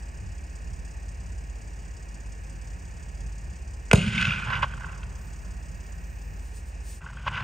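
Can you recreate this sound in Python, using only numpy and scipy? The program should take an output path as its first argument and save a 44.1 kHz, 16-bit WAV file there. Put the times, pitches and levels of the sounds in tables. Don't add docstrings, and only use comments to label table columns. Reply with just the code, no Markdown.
import sys
import numpy as np
from scipy import signal
from scipy.fft import rfft, irfft, next_fast_len
from scipy.io import wavfile
from scipy.ndimage import map_coordinates

SR = 44100
rng = np.random.default_rng(int(sys.argv[2]) if len(sys.argv) > 2 else 0)


def voltage_ratio(level):
    return 10 ** (np.asarray(level, float) / 20)


def output_pcm(signal):
    pcm = np.clip(np.atleast_2d(signal).T, -1, 1) * 32767
    wavfile.write(sys.argv[1], SR, np.round(pcm).astype(np.int16))


N = 327663
FIRED = 3.9323

# (frequency [Hz], level [dB per Hz])
TREES = [(1060, -35), (1700, -26), (1860, -20.5), (2050, -5), (2220, -6.5), (2410, -3), (2620, -1),
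         (3000, -4), (3400, -10.5), (3770, -16), (4110, -21.5), (5000, -20.5), (6500, -29.5), (11000, -120)]
LEAVES = [(2940, -39), (4200, -6), (5000, -12), (6000, -18), (6800, 3), (7500, -6.5), (8500, -5),
          (9500, -9.5), (10500, -26), (12000, -44), (13500, -26), (15500, -44)]
ROCKS = [(720, -46), (1220, -13), (1370, -4), (1530, 3.5), (1750, -7), (1950, -8.5), (2540, -50.5),
         (4290, -120)]
# (frequency [Hz], right over left [dB], right phase lead [turns], likeness [0-1])
HIGH = [(2600, 0, -.08, .98), (3100, 0, -.09, .98), (4400, 0, -.03, .94), (5800, 0, -.04, .92),
        (6700, 0, -.1, .96), (7150, 0, -.22, .92), (7500, 0, -.51, .98), (7850, 0, -.82, .93),
        (8500, 0, -.97, .95), (9300, 0, -.86, .85), (9800, 0, -.72, .8), (10300, 0, -.5, .995),
        (12300, 0, -.5, .995), (13450, 0, 0, 1)]
# (frequency [Hz], right over left [dB], right phase lead [turns], likeness [0-1])
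FAR_SIDE = [(50, 2.4, -1.007, 0.83), (400, 0.5, -1.05, 0.87), (690, 0.5, -1.0, 0.57),
            (930, 2.5, -.99, 0.94), (1200, 4.0, -0.75, 0.55), (1500, 5.4, -.95, 0.95),
            (1800, 4, -.48, 0.44), (2100, .4, 0.00073, 1.0)] + HIGH


def unit(x):
    return x / np.sqrt(np.mean(x ** 2) + 1e-20)


def along(points, hz):
    f, *cols = np.transpose(points)
    return [np.interp(np.log(hz + 1), np.log(f + 1), c) for c in cols]


def curves(rows, quiet=None):
    s, *cols = np.transpose(rows)
    return [np.interp(np.arange(N) / SR, s, c, quiet, quiet) for c in cols]


def wobble(rate):
    knots = rng.standard_normal(int(N * rate / SR) + 4)
    return map_coordinates(knots, [np.arange(N) * rate / SR])


def filtered(x, response):
    m = next_fast_len(N + SR // 2)
    return irfft(rfft(x, m) * response(np.fft.rfftfreq(m, 1 / SR)), m)[..., :N]


def coloured(x, spectrum):
    gain = lambda hz: voltage_ratio(along(spectrum, hz)[0])
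    noise_power = np.mean(gain(np.linspace(0, SR / 2, num=8000)) ** 2)
    return filtered(x, gain) / np.sqrt(noise_power)


def resonant(modes):
    def response(f):
        total = 0
        for k, (centre, width, db) in enumerate(modes):
            damping = 1j * f * width
            total = total + (-1) ** k * voltage_ratio(db) * damping / (centre * centre - f * f + damping)
        return total
    return response


def pair():
    return rng.standard_normal((2, N))


def steer(x, side):
    def to_left(hz):
        return voltage_ratio(-along(side, hz)[0] / 2)

    def to_right(hz):
        db, turns, alike = along(side, hz)
        alike = np.clip(alike, 0, 1)
        return voltage_ratio(db / 2) * np.exp(2j * np.pi * turns) * [alike, np.sqrt(1 - alike ** 2)]
    return np.array([filtered(x[0], to_left), filtered(x, to_right).sum(0)])


def pings(rows, rise, fall, sag):
    s, db, hz = np.transpose(rows)[..., None]
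    t = np.arange(-round(3 * rise * SR), round(3 * fall * SR)) / SR
    shape = voltage_ratio(db) * np.exp(-(t / np.where(t < 0, rise, fall)) ** 2 / 2)
    phase = 2 * np.pi * (rng.random((len(rows), 1)) + hz * (t - sag * t ** 2 / 2))
    at = (np.round(s * SR) + np.round(t * SR)).astype(int).ravel()
    return np.array([np.bincount(at, (shape * wave(phase)).ravel(), N) for wave in (np.cos, np.sin)])


def turned():
    start_s, long_s, loss_db = 5.62, 0.95, -4
    return voltage_ratio(loss_db * np.clip((np.arange(N) / SR - start_s) / long_s, 0, 1))


def engine():
    # (time [s], beat of the engine [Hz])
    shaft = [(0, 17.002), (2.5, 17.002), (2.9, 16.93), (5.8, 16.93), (6.2, 17.0), (7.5, 17.0)]
    # (time [s], level [dB])
    load = [(0, 0), (.3, -2), (1.2, 1.5), (1.8, -0.5), (2.59, 1), (3.08, -3.5), (3.28, 5), (3.45, 0),
            (3.57, -4), (3.77, -1), (3.95, 2), (4.1, -2), (4.69, 0), (6.18, -2), (6.32, 2), (6.67, -1),
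            (6.87, 2), (7.05, -5.5)]
    # (multiple of the engine's beat, level [dB])
    weak_orders = [(2, -68), (11 / 3, -60), (5.27, -56), (6, -63), (10, -59.5)]
    cylinders = [13, 16.5, 12, 14.2, 9.9, 14.3]
    # (frequency [Hz], level [dB per Hz])
    clatter_tone = [(2310, -39.5), (3300, -5), (4000, -28), (4700, -1), (6000, -3), (6700, 3.5), (7500, 0),
                    (8100, 4), (8600, -12), (9500, -15), (10500, -6.5), (12000, -37.5), (13500, -29),
                    (15500, -24)]
    drone_tone = [(200, 0.0), (350, -3.5), (850, -6.5), (1300, -8.5), (1800, -10), (2100, -12),
                  (2500, -7.5), (2900, -13), (3200, -28), (4000, -24.5), (7500, -17.5), (10000, -31.5),
                  (12000, -43), (13200, -41), (14300, -31.5), (15500, -30.5)]
    # (frequency [Hz], right over left [dB], right phase lead [turns], likeness [0-1])
    engine_side = [(50, -21.5, 1.0, 0.96), (250, 4.0, 0.95, 0.87), (816, -6.5, 0.8, 0.85),
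                   (1327, 2.0, 0.55, 0.75), (1900, 20.5, 0.093, 0.95), (1953, 2.0, 0.051, 0.65)] + HIGH

    cycle = .0503 + np.cumsum(curves(shaft)[0]) / SR / 3
    beat = 2 * np.pi * 3 * cycle
    load_db, = curves(load)
    third_db = -37.5 + load_db
    fourth_db = -42 - .4 * load_db + 2 * wobble(5.1)
    tones = voltage_ratio(third_db) * np.cos(3 * beat)
    tones += voltage_ratio(fourth_db) * np.cos(4 * beat - 2 * np.pi * .68)
    for order, db in weak_orders:
        tones += voltage_ratio(db + 1.3 * wobble(3.7)) * np.cos(order * beat + 0.25 * wobble(2.99))

    firing = 6 * cycle + 5.92
    since, number = firing % 1, firing.astype(int)
    uneven_db = 1.24 * rng.standard_normal(number[-1] + 1)[number]
    strength_db = np.array(cylinders)[number % 6] + uneven_db
    gate = voltage_ratio(strength_db) * since * np.exp(-since / 0.22)
    clatter = voltage_ratio(-57.5) * turned() * coloured(unit(gate) * pair(), clatter_tone)
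    drone = voltage_ratio(-50 + 0.28 * wobble(9.3)) * turned() ** 0.15 * coloured(pair(), drone_tone)
    return np.sqrt(2) * tones * voltage_ratio([[-.3], [.3]]) + steer(clatter + drone, engine_side)


def wind():
    # (time [s], rise [dB], half length [s])
    gusts = [
        (0.266, 13, 0.045),
        (0.742, 12, 0.086),
        (1.73, -5, 0.039),
        (2.87, 0, 0.05),
        (3.25, 5.5, 0.032),
        (3.473, 1.5, 0.054),
        (5.494, 6.5, 0.026),
        (5.827, -2.5, 0.033),
        (6.325, 7.5, 0.066),
    ]
    # (frequency [Hz], level [dB per Hz])
    buffet = [(13, -41), (22, -10.5), (48, -6), (69, -5.5), (84, -5.5), (124, -12.5), (178, -16),
              (231, -29.5), (300, -41.5), (390, -37.5), (660, -120)]

    t = np.arange(N) / SR
    gusts_db = sum(db * np.exp(-((t - s) / half) ** 2) for s, db, half in gusts)
    wind_db = -50.5 + gusts_db + 2.5 * wobble(1.36) + wobble(14)
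    wind_db = np.minimum(wind_db, -43.5)
    return steer(voltage_ratio(wind_db + 7.5) * turned() * coloured(pair(), buffet), FAR_SIDE)


def falling_boom(t):
    full_s, top_s = .0048, .0107
    swell_db = -1.5 - 990 * np.clip(top_s - t, 0, None)
    swell_db -= 23000 * np.clip(full_s - t, 0, None)
    swell_db -= 1190 * np.clip(t - top_s, 0, None)
    return voltage_ratio(swell_db) * (t > 1e-4) * np.cos(9.1 * np.log(t / .0109))


def ground_thud(t):
    # (frequency [Hz], level [dB], time to fall 60 dB [s])
    ground = [(444, -2.3, .021), (652, -15.5, .046), (1000, -6.5, .013)]
    late_s, rise_s = .00146, .0009
    ringing = sum(voltage_ratio(db - 60 * t / t60) * np.cos(2 * np.pi * hz * (t - late_s)) for hz, db, t60 in ground)
    thud = ringing * np.clip(t / rise_s, 0, 1) ** 2
    return thud + voltage_ratio(-14.5) * np.roll(thud, -round(.0182 * SR))


def brush_spray(fronts, edges):
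    fading = voltage_ratio(-60 * np.arange(SR // 20) / SR / 0.018)

    def scatter(x, spectrum):
        return coloured(signal.fftconvolve(x, fading)[:N] * rng.standard_normal(N), spectrum)
    spray = voltage_ratio(-36.0) * scatter(fronts, TREES)
    spray += voltage_ratio(-39.0) * scatter(fronts, ROCKS)
    return spray + voltage_ratio(-39.5) * scatter(edges, LEAVES)


def shot():
    # (time [s], peak [dB], treble [dB])
    cracks = [
        (3.9138, -1.5, -24),
        (3.9172, -12, -24),
        (3.9319, .5, -6),
        (3.93303, -6, -2),
        (3.9352, -20, 10),
        (3.9368, -9.5, -9),
        (3.951, -23, -12),
        (3.9578, -17, -1),
    ]
    # (frequency [Hz], width [Hz], level [dB])
    snap = [(2690, 350, 3), (1500, 250, -11), (3450, 440, -34)]
    whip = [(2500, 360, 6), (1450, 310, 0), (4950, 410, -15), (8500, 900, -17)]
    edge = [(4660, 500, -5), (6650, 300, 1.5), (8970, 1400, -3.5), (14000, 1800, -36)]
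    # (frequency [Hz], level [dB])
    dip = [(220, 0), (290, -8.5), (370, -1), (450, 0), (9900, 0), (10700, -22), (11500, -22), (12200, -4),
           (15500, -6)]
    # (frequency [Hz], right over left [dB], right phase lead [turns], likeness [0-1])
    shot_side = [(50, .5, -1, 1), (200, .5, -1, 1), (330, 5, -.98, 1), (520, 1, -.96, 1), (950, 3, -.97, 1),
                 (1200, 8, -.75, 1), (1500, 7, -.9, 1), (1800, 5, -.52, 1), (2100, -3, -.1, 1)] + HIGH

    fronts, edges = np.zeros((2, N))
    for s, db, treble_db in cracks:
        fronts[round(s * SR)] = voltage_ratio(db + 19.5)
        edges[round(s * SR)] = voltage_ratio(db + treble_db + 16.0)
    whips = fronts * (np.arange(N) < (FIRED - .01) * SR)
    body = filtered(fronts - whips, resonant(snap)) - filtered(whips, resonant(whip))
    body = filtered(body, lambda hz: 1 / (1 + 1j * hz / 6000))
    t = np.clip(np.arange(N) / SR - FIRED, 1e-4, None)
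    blast = body + filtered(edges, resonant(edge)) + falling_boom(t) + ground_thud(t)
    blast = blast + brush_spray(fronts, edges)
    blast = filtered(blast, lambda hz: voltage_ratio(along(dip, hz)[0]))
    return steer(np.array([blast, 0 * blast]), shot_side)


def roll():
    # (time [s], level [dB])
    rolling = [(3.95, -17), (3.97, -23.5), (4.04, -28.5), (4.25, -30), (4.28, -30), (4.335, -37),
               (4.6, -33.5), (4.72, -39.5), (5.2, -44)]
    # (frequency [Hz], level [dB per Hz])
    deep_tone = [(35, -36), (60, -17), (70, -8), (107, -3.5), (170, -7.5), (220, -38), (370, -120)]
    upper_tone = [(80, -120), (140, -42), (165, -7.5), (192, 14), (235, -4.5), (265, -8.5), (310, -51),
                  (500, -120)]
    knock_tone = [(160, -49.5), (280, -21.5), (328, -7.5), (414, 1), (450, -12.5), (553, -3), (800, -18.5),
                  (1040, -40), (1760, -120)]
    # (time [s], level [dB], frequency [Hz])
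    slope_thumps = [(3.988, -19, 160), (4.0112, -25, 180), (4.049, -25, 186), (4.0722, -26, 200),
                    (4.0838, -24, 104), (4.1448, -23.5, 148), (4.1854, -29, 118), (4.2144, -28.5, 178),
                    (4.2405, -39, 88), (4.2812, -21, 132), (4.3102, -29, 141), (4.3508, -36, 154),
                    (4.3741, -38, 121), (4.4234, -32.5, 150), (4.464, -31.5, 103), (4.4902, -29, 122),
                    (4.5569, -29, 130), (4.6034, -51, 295), (4.6382, -32, 138), (4.1, -27, 181),
                    (4.164, -27, 215)]
    # (frequency [Hz], right over left [dB], right phase lead [turns], likeness [0-1])
    roll_side = [(60, .5, 0, 0.97), (220, 0.67, 0.013, 0.99), (500, 0.86, 0.011, 0.49)]

    swell = np.clip((np.arange(N) / SR - 3.96) / .03, 0, 1)
    deep_db, = curves(rolling, quiet=-120)
    after = np.arange(N) / SR - rolling[0][0]
    upper_db = deep_db + 5.5 - 22 * after
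    knock = voltage_ratio(-24.5 - 60 * after.clip(0) / 0.19) * (after > 0)
    knock = knock + swell * voltage_ratio(deep_db - 22.5)
    rumble = voltage_ratio(deep_db) * coloured(pair(), deep_tone) + voltage_ratio(upper_db) * coloured(pair(), upper_tone)
    thumps = voltage_ratio(2) * pings(slope_thumps, rise=0.005, fall=0.0066, sag=6.5)
    low = thumps + voltage_ratio(-4) * swell * rumble + knock * coloured(pair(), knock_tone)
    return steer(low, roll_side)


def shares(s, colour, narrow_db):
    parts_db = -narrow_db * (np.arange(4) - colour) ** 2
    return parts_db + [0, 0, 0, -13 + narrow_db - 31 * (s - FIRED)]


def returns():
    # (time [s], level [dB], rise [s], time to fall 60 dB [s],
    # colour [0 slopes, 1 rocks, 2 trees, 3 leaves])
    stands = [(3.945, -23, 0.0028, 0.032, 0.45), (3.95, -26, 0.012, 0.32, 3.1),
              (3.957, -42.5, 0.0074, 0.76, 0.66), (4.023, -33, 0.23, 1.85, 2.08),
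              (4.2, -28.5, 0.2, 0.63, 1.77), (4.28, -31.5, 0.035, 0.87, 1.48),
              (4.375, -38.5, 0.11, 0.82, 1.25), (4.43, -41.5, 0.099, 1.2, 1.25),
              (4.49, -31.5, 0.047, 0.63, 0.76), (4.533, -30.5, 0.033, 0.4, 1.06),
              (4.575, -33, .04, .15, 3.2), (4.633, -26, 0.018, 0.056, 1.55),
              (4.644, -28.5, 0.052, 0.028, .5), (4.679, -53, 0.033, 4.4, 0.42),
              (4.743, -50, .02, 0.04, 1.5), (4.841, -45, 0.093, 0.93, 0.69)]
    t, power = np.arange(N) / SR, np.zeros((4, N))
    for s, db, rise, t60, colour in stands:
        shape_db = db - 20 * np.clip(s - t, 0, None) / rise - 60 * np.clip(t - s, 0, None) / t60
        power += voltage_ratio(2 * shape_db) * (t > FIRED) * voltage_ratio(2 * shares(s, colour, 5.5))[:, None]
    return np.sqrt(power)


def echoes():
    # (frequency [Hz], level [dB per Hz])
    slopes = [(260, -63), (450, -12.5), (630, -2), (741, -10), (809, 2), (1110, 7.5), (1280, -2),
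              (1660, -44), (2820, -120)]
    # (time [s], peak [dB], colour [0 slopes, 1 rocks, 2 trees, 3 leaves])
    slaps = [(4.149, -34, 2.3), (4.179, -25, 1.9), (4.194, -34.5, 0.66), (4.212, -19, 2.4),
             (4.226, -17, 1.6), (4.252, -20, 1.9), (4.27, -27, 1.8), (4.28, -30.5, 1.7), (4.294, -33, 1.7),
             (4.307, -25, 1.65), (4.336, -26, 1.3), (4.422, -33, 1.2), (4.504, -27.5, 0.68),
             (4.505, -33, 2.3), (4.533, -38, 1.2), (4.554, -25.5, 2), (4.578, -34.5, 0.62),
             (4.625, -28, 1.7), (4.63, -17, 0.11), (4.64, -29.5, .1), (4.737, -36, 0.6),
             (4.777, -38.5, 1.3), (4.808, -35, 0.92), (4.845, -34, 0.64), (4.867, -41, 0.57),
             (4.887, -39, .95), (4.928, -43, 1.1), (5.031, -38, 1.7)]
    # (time [s], level [dB],
    # frequency [Hz])
    glints = [(3.9857, -33, 2600), (3.9927, -29, 2830), (3.9988, -28, 2760), (4.018, -27, 2570),
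              (4.0286, -28.4, 2900), (4.0551, -32, 2560), (4.0792, -30, 2380), (4.0841, -34, 2630),
              (4.0943, -35, 2680), (4.1355, -36, 2780), (4.1355, -30, 1500), (4.1408, -31, 2630),
              (4.1478, -29, 1580), (4.1522, -28, 2330), (4.16, -34, 2600), (4.169, -33, 2380),
              (4.1816, -22.5, 2290), (4.1829, -36, 1300), (4.1878, -28, 2880), (4.1898, -37, 1550),
              (4.1947, -34, 2290), (4.1988, -32, 1500), (4.2053, -33, 2580), (4.2057, -29, 1450),
              (4.2155, -32, 1480), (4.2159, -28, 2740), (4.222, -25, 1500), (4.2265, -18.5, 2580),
              (4.2347, -29, 2830), (4.2473, -26.5, 1460), (4.2539, -22, 2630), (4.2547, -24.5, 1500),
              (4.2718, -24, 1460), (4.2731, -25, 2410), (4.2796, -30, 1410), (4.2808, -24, 2510),
              (4.2869, -25, 2710), (4.2914, -23.5, 2600), (4.2963, -24.5, 2700), (4.3033, -28, 2670),
              (4.3086, -22, 2470), (4.3094, -34, 1570), (4.3192, -25.5, 1430), (4.3229, -22, 2780),
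              (4.3265, -24, 2500), (4.3367, -25.5, 2460), (4.3371, -27, 1480), (4.362, -31.5, 1480),
              (4.3624, -28, 2530), (4.3714, -30.5, 2410), (4.3763, -31, 1480), (4.378, -32.5, 2650),
              (4.3829, -31, 2400), (4.3841, -29, 1480), (4.3918, -27, 2490), (4.3955, -32, 1510),
              (4.42, -34.5, 2360), (4.4254, -32.5, 1430), (4.4263, -32, 2530), (4.434, -26.5, 1470),
                  (4.435, -37.0, 2520), (4.4406, -34, 2440), (4.4617, -37, 1510), (4.4702, -30, 1460),
                  (4.477, -36.5, 1440), (4.4838, -38.5, 1520), (4.4877, -31, 1000), (4.494, -29, 1520),
                  (4.505, -27.5, 1024), (4.5243, -28.5, 1420), (4.5332, -24, 1620), (4.5337, -27, 2950),
                  (4.546, -27, 1540), (4.5462, -31.5, 2330), (4.556, -31.5, 2770), (4.5567, -31, 1610),
                  (4.567, -31, 1430), (4.5726, -32, 2880), (4.5742, -33.5, 1480), (4.5801, -34, 1006),
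                  (4.5873, -40, 1400), (4.595, -37, 1520), (4.594, -34, 950), (4.617, -32, 1630),
                  (4.6313, -31, 2530), (4.631, -26, 3020), (4.633, -23.5, 1115), (4.6415, -34, 950),
                  (4.7068, -43, 1400), (4.7253, -43, 2540), (4.739, -32, 1550), (4.778, -35.5, 1410),
                  (4.8003, -46, 1600), (4.813, -39, 1460), (4.823, -40, 1540), (4.833, -49, 1000),
                  (4.839, -36, 1530), (4.846, -31.5, 1510), (4.859, -43, 1450), (4.8685, -37, 1400),
                  (4.887, -38.5, 1500), (4.8943, -42, 1420), (4.9025, -39, 1400), (4.9298, -42.5, 1380),
                  (4.931, -45, 2710), (4.9433, -46, 1480), (4.9527, -47, 1550), (4.9622, -49, 1400),
                  (5.0078, -51, 950), (5.0226, -49, 1460), (5.0351, -41, 1410), (5.0351, -43, 2590),
              (4.0642, -35, 3400), (4.1107, -37, 3200), (4.1277, -36.5, 3100), (4.141, -39, 3800),
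                   (4.179, -30, 3610), (4.186, -34, 3300), (4.217, -27, 3300), (4.226, -42, 4300),
                   (4.254, -34, 4100), (4.27, -33, 3600), (4.29, -34, 3600), (4.32, -32, 3350),
                   (4.4746, -45, 3160), (4.5032, -40, 3540), (4.504, -43.5, 4230), (4.5228, -43, 3070),
                   (4.555, -43, 3500), (4.5634, -36, 2100), (4.581, -37, 3050), (4.593, -43, 2800),
                   (4.625, -31, 2900), (4.632, -45.5, 4400), (4.638, -33, 2900), (4.645, -39, 2900),
                   (4.6315, -35, 1810), (4.546, -36, 2050), (4.227, -27, 1700), (4.181, -33, 1900),
                   (4.3, -37, 2050), (3.958, -30, 3770), (4.739, -36.5, 1050), (4.778, -42, 1100),
                   (4.808, -41, 970), (4.849, -43, 2640), (4.738, -48, 3230), (4.894, -44, 2720),
                   (4.548, -34, 1020), (4.522, -37, 1000), (4.632, -32.5, 760), (4.68, -47, 2950)]

    hits = (rng.random(N) < 300 / SR) * voltage_ratio(1.5 * rng.random(N))
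    puff = np.exp(-np.arange(600) / (0.0062 * SR))
    grain = unit(4 + signal.fftconvolve(hits, puff)[:N])
    levels = voltage_ratio(-1.5) * returns() * grain
    fronts = np.zeros_like(levels)
    t = np.arange(400) / SR
    late = (0.00228 * SR * rng.random((len(slaps), 4))).astype(int)
    for (s, db, colour), lag in zip(slaps, late):
        i, sizes = round(s * SR), voltage_ratio(db + shares(s, colour, 11))
        levels[:, i:i + len(t)] += voltage_ratio(-9.5) * sizes[:, None] * np.exp(-t / 0.0065)
        fronts[range(4), i + lag] = voltage_ratio([15.4, 8, 14.7, 4.5]) * sizes
    rows = glints
    echo = pings(rows, rise=0.0014, fall=0.0022, sag=3)
    echo = echo + voltage_ratio(-1.5) * pings(rows, rise=0.00031, fall=.0004, sag=3)
    noise = pair()
    for level, front, spectrum in zip(levels, fronts, (slopes, ROCKS, TREES, LEAVES)):
        echo = echo + coloured(level * noise + front, spectrum)
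    return steer(echo, FAR_SIDE)


def cloth():
    # (time [s], rub [dB], half length [s], sheen over rub [dB])
    sleeve = [
        (5.232, -65, .08, -4),
        (5.45, -70, .3, -6),
        (6.02, -77, .4, 5),
        (6.3, -77, .2, 4),
        (6.464, -58, 0.048, -13),
        (6.571, -52, 0.037, -20),
        (6.683, -57.5, 0.027, -12),
        (6.886, -52.5, 0.043, -14),
        (6.925, -50, 0.072, -19),
    ]
    # (frequency [Hz], level [dB per Hz])
    fabric = [(1750, -46), (2500, -10), (3500, -12.5), (5000, -7), (6500, -5), (7500, 1.5), (8500, -2),
              (9500, -5.5), (10500, -8), (11500, -25), (12500, -12), (14000, -22), (15500, -23)]
    sheen = [(11500, -49), (12600, -4), (14000, 0), (15600, 7), (16000, -53)]

    s, db, half, sheen_db = np.transpose(sleeve)[..., None]
    strokes = voltage_ratio(2 * (db - 7.9 * ((np.arange(N) / SR - s) / half) ** 2))
    rub = np.sqrt(strokes.sum(0))
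    gloss = np.sqrt((strokes * voltage_ratio(2 * sheen_db)).sum(0))
    return steer(rub * coloured(pair(), fabric) + gloss * coloured(pair(), sheen), FAR_SIDE)


def scene():
    change_s, mirror_s = 7.0, 525337 / SR
    live = engine() + wind() + shot() + roll() + echoes() + cloth()
    t = np.arange(N) / SR
    backwards = np.clip(round(mirror_s * SR) - np.arange(N), 0, N - 1)
    rewound = voltage_ratio(-3.5) * live.mean(0)[backwards]
    fade_out = np.clip((change_s + 0.022 - t) / 0.048, 0, 1)
    fade_in = np.clip((t - change_s) / 0.02, 0, 1)
    return live * fade_out + rewound * fade_in


def roll_off(x):
    return signal.sosfilt(signal.butter(12, 16300, fs=SR, output="sos"), x)


def record(dry):
    # (frequency [Hz], level [dB])
    overall_tone = [(18, -24), (30, -7.5), (42, -1), (10300, -0.5), (10800, -8), (11800, -17.5), (12300, 2),
                    (15700, -2), (15900, -52)]
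    held = dry / (1 + np.abs(dry / .97) ** 8) ** (1 / 8)
    mix = filtered(held, lambda hz: voltage_ratio(along(overall_tone, hz)[0]))
    return roll_off(mix)


dry = scene()
out = record(dry)
output_pcm(out)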